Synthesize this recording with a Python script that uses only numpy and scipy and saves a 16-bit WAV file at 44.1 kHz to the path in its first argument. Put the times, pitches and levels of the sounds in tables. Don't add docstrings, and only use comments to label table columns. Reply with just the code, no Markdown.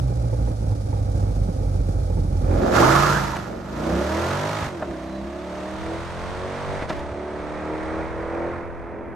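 import sys
import numpy as np
from scipy import signal
from scipy.fft import rfft, irfft, next_fast_len
from scipy.io import wavfile
from scipy.ndimage import uniform_filter1d

SR = 44100
rng = np.random.default_rng(int(sys.argv[2]) if len(sys.argv) > 2 else 0)


def to_wav(s):
    ch = np.atleast_2d(s).T
    pcm = np.round(np.clip(ch, -1, 1) * 32767)
    wavfile.write(sys.argv[1], SR, pcm.astype(np.int16))


N = 403515


def amp(db):
    return 10 ** (np.asarray(db) / 20)


def unit(x):
    return x / np.sqrt(np.mean(x ** 2) + 1e-20)


def even(x):
    power = np.atleast_2d(x)[0] ** 2
    return x / np.sqrt(np.abs(uniform_filter1d(power, size=6000)) + 1e-12)


def bump(x, centre, half_width):
    return np.exp(-((x - centre) / half_width) ** 2)


def along(points, hz):
    f, v = np.transpose(points)
    return np.interp(np.log(hz + 1), np.log(f + 1), v)


def curves(rows):
    s, *cols = np.transpose(rows)
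    return [np.interp(np.arange(N) / SR, s, c) for c in cols]


def wobble(rate):
    return np.interp(np.arange(N) * rate / SR, np.arange(2048), rng.standard_normal(2048))


def strike(s, rise_s, decay_s):
    t = np.arange(N) / SR - s
    return np.exp(-np.minimum(np.abs(t) / np.where(t < 0, rise_s, decay_s), 20))


def filtered(x, response):
    m = next_fast_len(N + 8192, True)
    return irfft(rfft(x, m) * response(np.fft.rfftfreq(m, 1 / SR)), m)[..., :N]


def colour(x, spectrum):
    return filtered(x, lambda hz: amp(along(spectrum, hz)))


def band(x, lo_hz, hi_hz):
    return filtered(x, lambda hz: 1 / np.sqrt((1 + (lo_hz / (hz + 1)) ** 20) * (1 + (hz / hi_hz) ** 20)))


def ringing(x, modes):
    def response(f):
        total = 0
        for k, (centre, width, db) in enumerate(modes):
            damping = 1j * f * width
            total = total + (-1) ** k * amp(db) * damping / (centre * centre - f * f + damping)
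        return total

    return filtered(x, response)


def rush(spectrum):
    # f/Hz, side minus mid/dB
    width = [(60, -15), (120, -11), (360, -2.5), (700, 2), (1200, 0.5), (2100, -6.5), (3800, -1),
             (7000, -6), (9500, 4.5), (12000, 1)]
    noise = colour(rng.standard_normal((2, N)), spectrum)
    return np.array([noise[0], colour(noise[1], width)]) / np.std(noise[0])


def stereo(mid_side, spread_db, pan_db):
    mid, side = mid_side[0], mid_side[1] * amp(spread_db)
    return np.array([(mid + side) * amp(pan_db / 2), (mid - side) * amp(-pan_db / 2)])


def puffs(cycle, scatter_db, sharpness, count):
    stroke = cycle * count
    size = amp(scatter_db * rng.standard_normal(8192))[stroke.astype(int)]
    return unit(size * np.exp(-sharpness * (stroke % 1)))


def pull_away():
    # t/s, rate/(cycles/s)
    speed = [(2.7, 21.7), (2.8, 23.5), (2.9, 27), (3.05, 29.2), (3.25, 27.5), (3.45, 23.2), (3.62, 22.3),
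             (3.77, 28.7), (4, 35.3), (4.48, 51.6), (4.64, 53.2), (4.7, 47), (4.756, 43.6), (4.83, 37.3),
             (4.95, 31.5), (5.07, 32.7), (5.18, 32.8), (5.3, 34.8), (6.6, 48), (6.83, 49), (6.95, 35.7),
             (7.41, 37.5), (8.55, 42.7), (9.15, 42)]
    # t/s, throttle/(0-1)
    throttle = [(2.5, 0.31), (2.715, 0.45), (2.755, 0.86), (2.95, 0.87), (3.12, 0.8), (3.54, 0.09),
                (3.64, 0.09), (3.85, 0.44), (4.31, 0.69), (4.66, 0.64), (4.72, 0.29), (5.21, 0.27),
                (5.84, 0.58), (6.75, 0.78), (7.27, 0.6), (7.64, 0.79), (8.55, 0.91), (8.71, 0.63),
                (9.15, 0.58)]
    # t/s, level/dB
    bark_level = [(2.45, -24.5), (2.68, -20), (2.97, -23), (3.22, -34), (3.65, -37.5), (3.8, -29),
                  (3.95, -24.5), (4.15, -26.5), (4.6, -29), (4.7, -33.5), (4.8, -35.5), (4.9, -30.5),
                  (5, -35), (5.2, -31.5), (5.35, -34), (6.3, -34), (7, -31.5), (7.4, -32), (8, -30),
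                  (8.52, -31), (8.85, -37.5)]
    # f/Hz, density/dB
    near_gas, far_gas = [(24, -42), (40, -12), (102, -1.5), (135, -6.5), (211, 3.5), (241, -29), (344, 0),
                         (581, -5.5), (727, -8), (798, -12), (1250, -17.5), (2800, -22.5), (3500, -7),
                         (4550, -57), (7700, -120)], [(35, -29), (60, -21), (110, -29), (250, 8), (340, 12),
                                           (450, 8.5), (620, 12), (780, -6), (1000, -8), (1400, -10),
                                           (1900, -10.5), (2600, -18.5), (3500, -32)]
    # f/Hz, density/dB
    near_hiss, far_hiss = [(1500, -37), (2600, -25), (2900, -7.5), (4200, 3), (6100, 3), (7500, -0.5),
                           (9300, -20), (11300, -3), (12500, -7.5)], [(1500, -7.5), (2600, 6), (3700, 3.5), (5200, -2.5),
                                              (6200, -2.5), (7400, -8.5), (8900, -6.5), (11300, -40),
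                                              (12500, -23)]
    boom_full_db, boom_shut_db, boom_far_db = -18, 19, 28
    rasp_full_db, rasp_shut_db, rasp_far_db = -17, 26.5, 24
    hiss_full_db, hiss_shut_db, air_db_per_m = -26, 28.5, 0.27
    boom_rough, bark_rough, rasp_rough = (0.08, 0.04, 0.12), (0.1, 0.26, 0.02), (0.68, 0, .15)
    half_loss_m, gas_dull_m, hiss_dull_m, shock_reach_m = 50.2, 9, 14.8, 13
    blur_share, blur_m, blur_reach_m = .27, 135, 20
    full_overrun_hz_per_s = 14
    pan_near_db, pan_far_db, spread_near_db, spread_far_db, centre_m = -5.5, -1.5, 5, -8.5, 6.1

    rate, = curves(speed)
    shut = 1 - curves(throttle)[0]
    metres = distance()
    remote = metres / (metres + half_loss_m)
    close = bump(metres, 0, gas_dull_m)
    near = np.clip(0.074 + 0.99 * close, 0, 1)
    fall_hz_per_s = uniform_filter1d(-np.gradient(rate) * SR, size=4000)
    overrun = np.clip(fall_hz_per_s / full_overrun_hz_per_s, 0, 1)

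    boom_db = boom_full_db - boom_shut_db * shut - boom_far_db * remote + 0.84 * wobble(8.1)
    boom_db += 6 * bump(rate, 33.7, 1.2)
    bark_db = curves(bark_level)[0] + 2.0 * wobble(11)
    drift_db = 1.5 * remote * wobble(7)
    rasp_db = rasp_full_db - rasp_shut_db * shut - rasp_far_db * remote + drift_db
    hiss_db = hiss_full_db - hiss_shut_db * shut - air_db_per_m * metres + drift_db

    aside = centre_m / (centre_m + metres)
    pan_db = pan_far_db + (pan_near_db - pan_far_db) * aside
    spread_db = spread_far_db + (spread_near_db - spread_far_db) * aside

    cycle = np.cumsum(rate * (1 + 0.0033 * wobble(45))) / SR
    note = engine_note(rate, cycle, metres)
    flow = surge(cycle, metres) * puffs(cycle, scatter_db=0.6, sharpness=0.46, count=8)
    gas = flow * (np.sqrt(near) * rush(near_gas) + np.sqrt(1 - near) * rush(far_gas))

    def voice(lo_hz, hi_hz, shares):
        steady, close_by, falling = shares
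        blur = blur_share * bump(metres, blur_m, blur_reach_m)
        rough = np.clip(steady + close_by * close + falling * overrun + blur, .02, .98)
        clean = even(band(note, lo_hz, hi_hz))
        noisy = even(band(gas, lo_hz, hi_hz))
        return np.sqrt(rough) * noisy + np.outer([1, 0], np.sqrt(1 - rough) * clean)

    boom = stereo(amp(boom_db) * voice(52, 189, boom_rough), spread_db + 4.0, 0.18 * pan_db)
    bark = stereo(amp(bark_db) * voice(221.4, 850, bark_rough), spread_db, 0.63 * pan_db)

    sharp = .78 * bump(metres, 0, shock_reach_m)
    tearing = np.outer([1, 0], even(band(shocks(cycle, metres), 810, 2070)))
    rasp = np.sqrt(1 - sharp) * voice(809, 2460, rasp_rough) + np.sqrt(sharp) * tearing
    rasp = stereo(amp(rasp_db) * rasp, spread_db + 3 * sharp, 1.47 * pan_db)

    crisp = np.clip(0.6 * np.exp(-metres / hiss_dull_m), 0, 1)
    hiss = np.sqrt(crisp) * rush(near_hiss) + np.sqrt(1 - crisp) * rush(far_hiss)
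    hiss = amp(hiss_db) * unit(1 + 2.0 * flow) * hiss
    hiss = stereo(hiss, 0.21 * spread_db, -.3 * pan_db)

    launched, = curves([(2.42, 0.05), (2.68, 0.96)])
    shift_gain = amp(-4.5 * bump(np.arange(N) / SR, 6.872, .02))
    return launched * shift_gain * (boom + bark + rasp + hiss)


def distance():
    roll_s, start_m, start_m_per_s, accel_m_per_s2 = 2.855, 1.73, 3.7, 5.13
    t = np.maximum(np.arange(N) / SR - roll_s, 0)
    return start_m + start_m_per_s * t + accel_m_per_s2 * t ** 2 / 2


def engine_note(rate, cycle, metres):
    # order/(multiple of cycle rate), level/dB
    firing = [(1, -32), (2, 8), (3, -1.5), (4, -9), (5, -0.5), (6, -2), (7, -11), (8, 6.5), (9, -2.5),
              (10, 8.5), (11, 2), (12, 6.5), (13, 0.5), (14, 4), (15, -5.5), (16, 8), (17, -3), (18, 6.5),
              (19, -1.5), (20, 2.5), (21, 0.5), (22, 3.5), (23, -15), (24, 6.5), (26, -3), (36, 0)]
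    # f/Hz, gain/dB
    pipe = [(30, -27), (55, 2.5), (80, -2), (110, -4), (150, 7), (200, 6), (255, 0), (335, 1.5), (430, -4),
            (520, 1), (620, 5), (780, -12), (950, -9.5), (1300, -7.5), (2000, -18.5)]
    growl_orders = [2, 3, 5, 7, 8]
    # lift at zero distance/dB, reach/m
    growl = [(8, 23), (17.5, 12.3), (22, 9.3), (19, 12.4), (-2.5, 11)]
    # f/Hz, half width/Hz, lift/dB, distance/m, reach/m
    drone_rows = [(257, 20, 5, 13, 2), (322, 17.3, 8, 41, 84), (305, 18, 3, 80, 51), (443, 49, 5, 92, 18),
                  (350, 17.6, 6, 11, 28), (520, 64, -6, 21, 10), (184, 20, 6.5, 27.5, 18),
                  (633, 38, -13.5, 109, 40), (209, 19, 14, 8.8, 2.25), (257, 45, 9, 7.9, 1.4),
                  (202, 11, 11, 25, 3), (343, 18, 4, 19, 4.8), (590, 60, -2.5, 33, 5),
                  (440, 59, -11, 25, 3.3), (582, 30, -2.5, 60, 11), (655, 36, 7, 73, 14),
                  (560, 200, -8, 125, 11), (254, 14, 5, 120, 9.6)]

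    knots = np.arange(0, N, 64)
    rate, metres = rate[knots], metres[knots]
    lift_db = {k: db * bump(metres, 0, reach_m) for k, (db, reach_m) in zip(growl_orders, growl)}
    drones = [(hz, half_hz, db * bump(metres, best_m, reach_m))
              for hz, half_hz, db, best_m, reach_m in drone_rows]
    note = np.zeros(N)
    for k in range(1, 37):
        level_db = np.interp(k, *np.transpose(firing)) + along(pipe, k * rate) + lift_db.get(k, 0)
        if 3 < k < 20:
            level_db = level_db + sum(db * bump(k * rate, hz, half_hz) for hz, half_hz, db in drones)
        level_db = np.interp(np.arange(N), knots, level_db) + 2.4 * wobble(7)
        note += amp(level_db) * np.sin(2 * np.pi * (k * cycle + rng.random()))
    return note


def shocks(cycle, metres):
    banks = [0, 1, 0, 0, 1, 0, 1, 1]
    # f/Hz, bandwidth/Hz, gain/dB
    tips = [(910, 250, -5.5), (1130, 84, -0.5), (1230, 96, 1), (1414, 124, -0.5), (1680, 104, -4),
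            (2190, 770, -15)]
    far_bank_db, far_bank_delay_s, scatter_db = -9.5, 0.001323, 2
    jitter_s, slip_jitter_s, slip_reach_m = .00004, .00012, 6

    at = np.flatnonzero(np.diff(np.floor(8 * cycle)))
    far_bank = np.resize(banks, len(at))
    timing, strength = rng.standard_normal((len(at), 2)).T
    size = amp(far_bank_db * far_bank + scatter_db * strength) * surge(cycle[at], metres[at])
    scatter_s = jitter_s + slip_jitter_s * bump(metres[at], 0, slip_reach_m)
    late_s = far_bank_delay_s * far_bank + scatter_s * timing
    hit = np.clip(at + np.round(late_s * SR).astype(int), 0, N - 1)
    return ringing(np.bincount(hit, size, N), tips)


def surge(cycle, metres):
    cycle_depth = .17 + .2 * bump(metres, 14, 5)
    return 1 + cycle_depth * np.cos(2 * np.pi * cycle) + .05 * np.cos(4 * np.pi * cycle)


def limiter_burble():
    # t/s, rate/(cycles/s)
    held_speed = [(0, 32), (.2, 29.2), (.5, 27.4), (.8, 25.5), (1.3, 24.5), (1.7, 23.5), (2.1, 22.2),
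                  (2.6, 22)]
    # t/s, half length/s, depth/dB
    cuts = [(0, 0.03, 2), (0.153, 0.032, 7), (0.321, 0.032, 2), (0.569, 0.028, 17), (0.816, 0.083, 8),
            (1.054, 0.022, 8), (1.547, 0.037, 7), (1.88, 0.031, -2)]
    # f/Hz, bandwidth/Hz, gain/dB
    throb = [(59, 14.7, -1), (118.5, 35.4, -6), (173, 36, -11), (293, 116, -21.5)]
    # f/Hz, density/dB
    burble_tone, bay_tone = [(110, -54), (190, -12.5), (285, -3.5), (357, -16.5), (523, -5), (566, -7.5),
                             (606, -11), (742, -16.5), (803, -11), (1010, -29), (1250, -22), (1650, -32),
                             (1750, -41.5), (2390, -34.5), (2800, -55), (3640, -76), (6160, -120)], [(1500, -6), (2800, -7.5), (4000, -3), (5800, -1), (7200, -4.5),
                                             (8200, -6.5), (8900, -6.5), (11300, -11), (12500, -16)]
    # t/s, level/dB
    pops = [(.329, -29), (0.474, -27.5), (.622, -34), (.719, -34), (0.93, -30), (.993, -49), (1.306, -47),
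            (2.1, -30), (2.171, -26), (2.352, -31)]
    # f/Hz, density/dB
    pop_tone = [(150, -25), (300, -2), (420, -1.5), (540, 3), (680, -22), (830, -3), (1000, -26),
                (2500, -38), (5000, -80)]
    crank_db, twice_db, thuds_db, burble_db, bay_db = -25.5, -26.5, -25.5, -37, -54
    release_start_s, release_rise_db = 2.367, 9
    thud_scatter_db, puff_decay_s, puff_share = 7, .009, .4
    pop_rise_s, pop_decay_s = 0.0011, 0.016

    t = np.arange(N) / SR
    cycle = np.cumsum(curves(held_speed)[0]) / SR
    cut_db = sum(depth_db * bump(t, s, half_s) for s, half_s, depth_db in cuts)
    release_db = release_rise_db * np.clip((t - release_start_s) / 0.15, 0, 1)

    crank_gain = amp(crank_db - cut_db + 1.9 * wobble(13))
    crank = crank_gain * np.sin(4 * np.pi * cycle + 0.57 * wobble(11))
    twice_gain = amp(twice_db + 0.27 * release_db - 0.32 * cut_db + 3.0 * wobble(26))
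    twice = twice_gain * np.sin(8 * np.pi * cycle + 0.19 * wobble(12))

    firings = np.diff(np.floor(8 * cycle), prepend=0)
    size = amp(thud_scatter_db * np.clip(rng.standard_normal(N), -2, 1.6))
    gusts = unit(signal.lfilter([1], [1, -np.exp(-1 / (puff_decay_s * SR))], firings * size))
    thuds = even(band(ringing(firings * (size - size.mean()), throb), 38, 700))
    thuds = amp(thuds_db - .5 * cut_db) * thuds

    burble_gain = amp(burble_db + release_db - 0.27 * cut_db + 0.31 * wobble(19))
    burble = burble_gain * rush(burble_tone) * (1 - puff_share + puff_share * gusts)
    burble = burble + rush(pop_tone) * sum(amp(db) * strike(s, pop_rise_s, pop_decay_s) for s, db in pops)

    low = (np.sqrt(2) * (crank + twice) + thuds) * amp([[-1.2], [1.2]])
    left, right = stereo(band(burble, 180, 3100), spread_db=-6.5, pan_db=-6.0) + low
    pipes = np.array([np.roll(left, round(.00045 * SR)), right])
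    bay = amp(bay_db) * rush(bay_tone) * puffs(cycle, scatter_db=1.5, sharpness=0.21, count=4)
    held, = curves([(2.55, 0.97), (2.75, 0.0062)])
    return held * (pipes + stereo(bay, spread_db=3.5, pan_db=1.0))


def tyres():
    # t/s, half length/s, level/dB, mid-chirp f/Hz, glide/(Hz/s)
    chirps = [(2.779, .022, -22, 1324, 2498), (2.835, .016, -19.5, 1080, 22000),
              (2.901, 0.046, -25.5, 1265, 7000), (2.96, .028, -22, 1240, 4000),
              (3.045, .03, -24.5, 1172, 3000), (3.11, .025, -25.5, 1300, 3000),
              (3.166, 0.023, -25.5, 1604, 4500), (3.342, 0.011, -29.5, 980, 2)]
    roughness_hz, octave_db = 116, -22
    out, t = np.zeros(N), np.arange(-SR // 8, SR // 8) / SR
    slip = band(rng.standard_normal((2, N)), 1, roughness_hz)
    slip = slip / np.sqrt(np.hypot(*slip))
    for s, half_s, db, hz, glide in chirps:
        span = round(s * SR) + np.arange(len(t)) - len(t) // 2
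        phase = 2 * np.pi * (hz * t + glide * t ** 2 / 2)
        swell = bump(t, 0, half_s)
        a, b = slip[:, span]
        tone = a * np.cos(phase) + b * np.sin(phase)
        overtone = amp(octave_db) * a * np.sin(2 * phase)
        out[span] += amp(db) * unit(swell * (tone + overtone)) * np.sqrt(np.mean(swell ** 2))
    return stereo([out, 0 * out], spread_db=0, pan_db=-9)


def cracks():
    # t/s, level/dB, corner f/Hz, treble fall/exponent, decay/s
    bursts = [(3.368, -25.5, 1520, 1.9, .006), (4.627, -25, 150, 4.6, .028), (4.673, -24, 180, 3.5, 0.0074),
              (4.826, -23, 1410, 4.2, 0.011), (6.826, -24.5, 1690, 3, 0.006),
              (6.898, -32, 4500, 3.5, 0.0043), (6.906, -21, 1280, 2.4, 0.0076),
              (6.931, -31.5, 1700, 2.1, 0.0084), (6.969, -37, 2200, 2.2, 0.0062),
              (6.995, -39, 2200, 2, 0.0076), (7.12, -38, 120, 3.1, 0.047), (7.402, -30.5, 1200, 3.1, .005)]
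    rise_s, ring_hz, ring_half_width_hz, ring_db = 0.008, 623, 23, 11
    out, hz = np.zeros(N), np.fft.rfftfreq(SR, 1 / SR)
    ring = amp(ring_db * bump(hz, ring_hz, ring_half_width_hz))
    low_cut = 1 + (60 / (hz + 1)) ** 6
    for s, db, corner_hz, steepness, decay_s in bursts:
        body = ring / (1 + (hz / corner_hz) ** steepness)
        noise = irfft(rfft(rng.standard_normal(SR)) * body / low_cut)
        span = round(s * SR) + np.arange(SR) - SR // 2
        out[span] += amp(db) * strike(s, rise_s, decay_s)[span] * unit(noise)
    return out


def whistle():
    hz, db = curves([(5.02, 4150, -120), (5.07, 4080, -62), (5.16, 3990, -55),
                     (5.23, 3850, -63), (5.31, 3720, -68), (5.36, 3700, -120)])
    level = amp(db + 2.8 * wobble(60))
    return level * np.sin(2 * np.pi * np.cumsum(hz * (1 + 0.0047 * wobble(160))) / SR)


def breeze():
    # t/s, rumble level/dB
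    wind = [(4.7, -53.5), (6.2, -41), (7.5, -43.5), (8.1, -40), (8.8, -43), (9.15, -45)]
    rumble_db, = curves(wind)
    # f/Hz, density/dB
    tone = [(20, -9), (35, -25), (48, -2), (58, -3.5), (90, -11.0), (200, -22.5), (600, -72)]
    rumble = rush(tone) * unit(amp(3.9 * wobble(6.7)))
    return stereo(amp(rumble_db) * rumble, spread_db=15.5, pan_db=0.5)


def scene():
    return limiter_burble() + pull_away() + tyres() + cracks() + whistle() + breeze()


def record(dry):
    rounded = dry / (1 + np.abs(dry / .9) ** 6) ** (1 / 6)
    return filtered(rounded, lambda hz: hz < 12500)


dry = scene()
out = record(dry)
to_wav(out)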